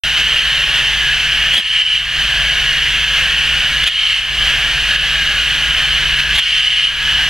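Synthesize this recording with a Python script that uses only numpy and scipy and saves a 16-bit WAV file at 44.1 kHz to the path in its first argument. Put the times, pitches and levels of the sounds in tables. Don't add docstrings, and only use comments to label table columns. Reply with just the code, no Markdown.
import sys
import numpy as np
from scipy import signal
from scipy.fft import rfft, irfft, next_fast_len
from scipy.io import wavfile
from scipy.ndimage import uniform_filter1d, map_coordinates

SR = 44100
rng = np.random.default_rng(int(sys.argv[2]) if len(sys.argv) > 2 else 0)


def wrap_up_sound(samples):
    columns = np.atleast_2d(samples).T
    tamed = np.clip(columns, -1, 1)
    steps = np.round(tamed * 32767).astype(np.int16)
    wavfile.write(sys.argv[1], SR, steps)


N = 321489
TIME = np.arange(N) / SR

# (start [s], end [s], air level [dB])
PAUSES = [(1.581, 1.97, -2.4), (3.9, 4.17, -1), (6.41, 6.86, -3.4)]
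# (frequency [Hz], relative level [dB])
FOAM_COLOUR = [(100, -15), (200, -16), (450, -18.5), (600, -13.5), (1000, -13), (1450, -4.5), (2200, 0.2),
               (2900, 1.6), (3700, -4), (4800, -11), (7000, -20.5), (8700, -26), (11000, -26.5),
               (15800, -31)]
# (frequency [Hz], half-width [Hz], boost for foam [dB], boost for air and spits [dB])
RESONANCES = [(1680, 152, 6, 4.5), (3000, 245, 9, 13), (4310, 140, 2, 4), (6100, 230, 6, 4.5),
              (7770, 250, 4.5, 7), (9630, 340, 5, 8.5), (10730, 370, 3.5, 4), (13400, 460, 3, 2)]
FOAM_PEAKS_DB = [row[2] for row in RESONANCES]
AIR_PEAKS_DB = [row[3] for row in RESONANCES]


def amp(db):
    return 10 ** (np.asarray(db) / 20)


def unit(x):
    return x / np.sqrt(np.mean(x ** 2) + 1e-20)


def along(points, hz):
    freqs, values = np.transpose(points)
    return np.interp(np.log(hz + 1), np.log(freqs + 1), values)


def bump(x, centre, half_width):
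    return np.exp(-.5 * ((x - centre) / half_width) ** 2)


def wobble(rate):
    return map_coordinates(rng.standard_normal(int(N * rate / SR) + 4), [TIME * rate / SR])


def filtered(x, response):
    size = next_fast_len(N + 8192)
    return irfft(rfft(x, size) * response(np.fft.rfftfreq(size, 1 / SR)), size)[..., :N]


def jet(colour, peaks_db, patchy_db, pitch=1, lag_s=24e-6):
    # (frequency [Hz], likeness [0 to 1])
    likeness = [(700, 1), (1500, .997), (3000, .992), (5000, .95), (9000, .86), (15000, .85)]

    def shape(hz):
        boost_db = sum(db * bump(hz, pitch * row[0], row[1]) for row, db in zip(RESONANCES, peaks_db))
        spread = np.arccos(np.clip(along(likeness, hz), 0, 1)) / 2
        return amp(along(colour, hz) + boost_db) * [np.cos(spread), np.sin(spread)]

    bands = signal.stft(rng.standard_normal((2, N)), nperseg=4096)[2]
    patches = uniform_filter1d(rng.standard_normal(bands.shape[1:]), size=3, axis=0)
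    patches = uniform_filter1d(patches, size=6, axis=1)
    noise = signal.istft(bands * amp(patchy_db * unit(patches)), nperseg=4096)[1][:, :N]
    mid, side = filtered(noise, shape)
    stereo = np.array([mid + side, mid - side])
    delay_s = np.array([[.5], [-.5]]) * lag_s
    return unit(filtered(stereo, lambda hz: np.exp(-2j * np.pi * hz * delay_s)))


def trigger():
    held = 1. - sum((TIME > start) & (TIME < end) for start, end, _ in PAUSES)
    return uniform_filter1d(held, size=2000)


def blast(start, end, lead_s=.015, rise_db_per_s=450, sag_db_per_s=3, fall_db_per_s=171):
    rise = rise_db_per_s * np.maximum(start - lead_s - TIME, 0)
    sag = sag_db_per_s * np.clip(TIME - start, 0, end - start)
    fall = fall_db_per_s * np.maximum(TIME - end, 0)
    return -(rise + sag + fall)


def compressor():
    # (frequency [Hz], level [dB], unsteadiness [dB])
    hum = [(35.1, -37.5, 1.8), (51.6, -28.8, 1.3), (80.4, -48.5, 2.5), (122.8, -50.5, 2.5),
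           (139.8, -40.5, 2.4), (155.8, -50.5, 1.8), (219, -56.5, 2.5), (360.5, -62, 1.8)]
    # (frequency [Hz], relative level [dB])
    wall_colour = [(4, -20), (12, -3), (40, 0), (60, -1), (75, -7), (100, -12), (128, -8), (170, -17),
                   (300, -24), (700, -50), (2000, -100)]
    # (time [s], level change [dB])
    drone_swell = [(0, -2), (1.3, -1.5), (2.4, 1), (3.1, -1), (3.8, .5), (4.6, .5), (5.4, -.5), (6.25, 3),
                   (6.6, -2), (7.2, 0)]
    tones = 0
    for hz, db, unsteady_db in hum:
        phase = 2 * np.pi * (hz * TIME + rng.random()) + .18 * wobble(3)
        tones = tones + amp(db + unsteady_db * wobble(12)) * np.sqrt(2) * np.sin(phase)
    walls = unit(filtered(rng.standard_normal(N), lambda hz: amp(along(wall_colour, hz))))
    rumble = amp(-32.2 + 1.6 * wobble(4)) * walls
    swell_db = np.interp(TIME, *np.transpose(drone_swell))
    return amp(swell_db) * (tones + rumble)


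def wall_hollow(level_db=-31, ring_hz=1672, width_hz=55):
    # (time [s], swell [dB], half-length [s])
    sweeps = [(1.095, 11.5, .04), (2.37, 8.5, 0.12), (3.15, 5, 0.12), (4.95, 11, 0.043), (5.245, 10, 0.074),
              (6.25, 8, .13)]
    ring = filtered(rng.standard_normal(N), lambda hz: (1 + ((hz - ring_hz) / (2 * width_hz)) ** 2) ** -2)
    swell_db = sum(db * bump(TIME, when, half_s) for when, db, half_s in sweeps)
    return trigger() * amp(level_db + swell_db) * unit(ring)


def tip_whistle(level_db=-9, width_hz=100, settled_hz=2922, sharp_hz=330, settle_s=.14):
    sound = 0
    for start, end, db in PAUSES:
        pitch = settled_hz + sharp_hz * np.exp(-np.maximum(TIME - start, 0) / settle_s)
        phase = 2 * np.pi * np.cumsum(pitch) / SR
        slow = filtered(rng.standard_normal((2, N)), lambda hz: 1 / (1 + (hz / width_hz) ** 4))
        whistle = unit(slow[0] * np.cos(phase) + slow[1] * np.sin(phase))
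        sound = sound + amp(db + level_db + blast(start, end)) * whistle
    return sound


def purge_air(surge_db=4):
    # (frequency [Hz], relative level [dB])
    air_colour = [(100, -22), (200, -27.5), (450, -30), (600, -22.5), (1000, -18), (1450, -10.5),
                  (2200, -1.5), (2900, -2), (3900, -7.5), (5400, -16.5), (6800, -22.5), (8600, -29),
                  (11000, -30.5), (15800, -37)]
    blow = sum(amp(db + blast(start, end)) for start, end, db in PAUSES)
    flutter = amp(1.2 * wobble(50) + .8 * wobble(400))
    surge = amp(surge_db * wobble(22))
    return blow * flutter * surge * jet(air_colour, AIR_PEAKS_DB, patchy_db=3)


def nozzle_spits(bright_db=6):
    # (time [s], level [dB], half-length [s])
    spits = [(1.549, -5.5, 0.0079), (1.588, 1, 0.014), (3.841, -11.5, 0.004), (3.882, 0.5, 0.008),
             (6.362, -14, 0.012), (6.393, 0.5, 0.007)]
    puffs = sum(amp(db) * bump(TIME, when, half_s) for when, db, half_s in spits)
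    hiss = jet(FOAM_COLOUR, AIR_PEAKS_DB, patchy_db=5.5, pitch=1.112)
    bright_hiss = filtered(hiss, lambda hz: amp(along([(5000, 0), (10000, bright_db)], hz)))
    return puffs * unit(bright_hiss)


def foam_spray(level_db=-19, sway_db=1.4, flutter_db=2.7, sputter_db=.9, surge_half_s=.025):
    # (time [s], swell [dB])
    surges = [(0.19, 3.5), (0.37, 3), (0.77, 2.5), (3.18, 3), (4.49, 4), (4.93, 3), (5.79, 3), (6.21, 3.5)]
    surge_db = sum(db * bump(TIME, when, surge_half_s) for when, db in surges)
    flow_db = level_db + sway_db * wobble(22) + flutter_db * wobble(45) + sputter_db * wobble(450)
    return trigger() * amp(flow_db + surge_db) * jet(FOAM_COLOUR, FOAM_PEAKS_DB, patchy_db=2.5)


def gain_control(x, limit_db=-3, overreach=1.06, recover_db_per_s=43):
    peak_db = 20 * np.log10(np.abs(x).max(axis=0) + 1e-9)
    excess_db = np.maximum(peak_db - limit_db, 0)
    creep_db = recover_db_per_s * TIME
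    cut_db = np.maximum.accumulate(overreach * excess_db + creep_db) - creep_db
    smooth_cut_db = signal.lfilter(np.ones(32) / 32, 1, cut_db)
    return x * amp(-smooth_cut_db)


def scene():
    return foam_spray() + wall_hollow() + nozzle_spits() + purge_air() + tip_whistle() + compressor()


def record(dry, start_s=.036, top_hz=15900):
    ducked = gain_control(dry * (TIME > start_s))
    return filtered(np.clip(ducked, -1, 1), lambda hz: hz < top_hz)


dry = scene()
out = record(dry)
wrap_up_sound(out)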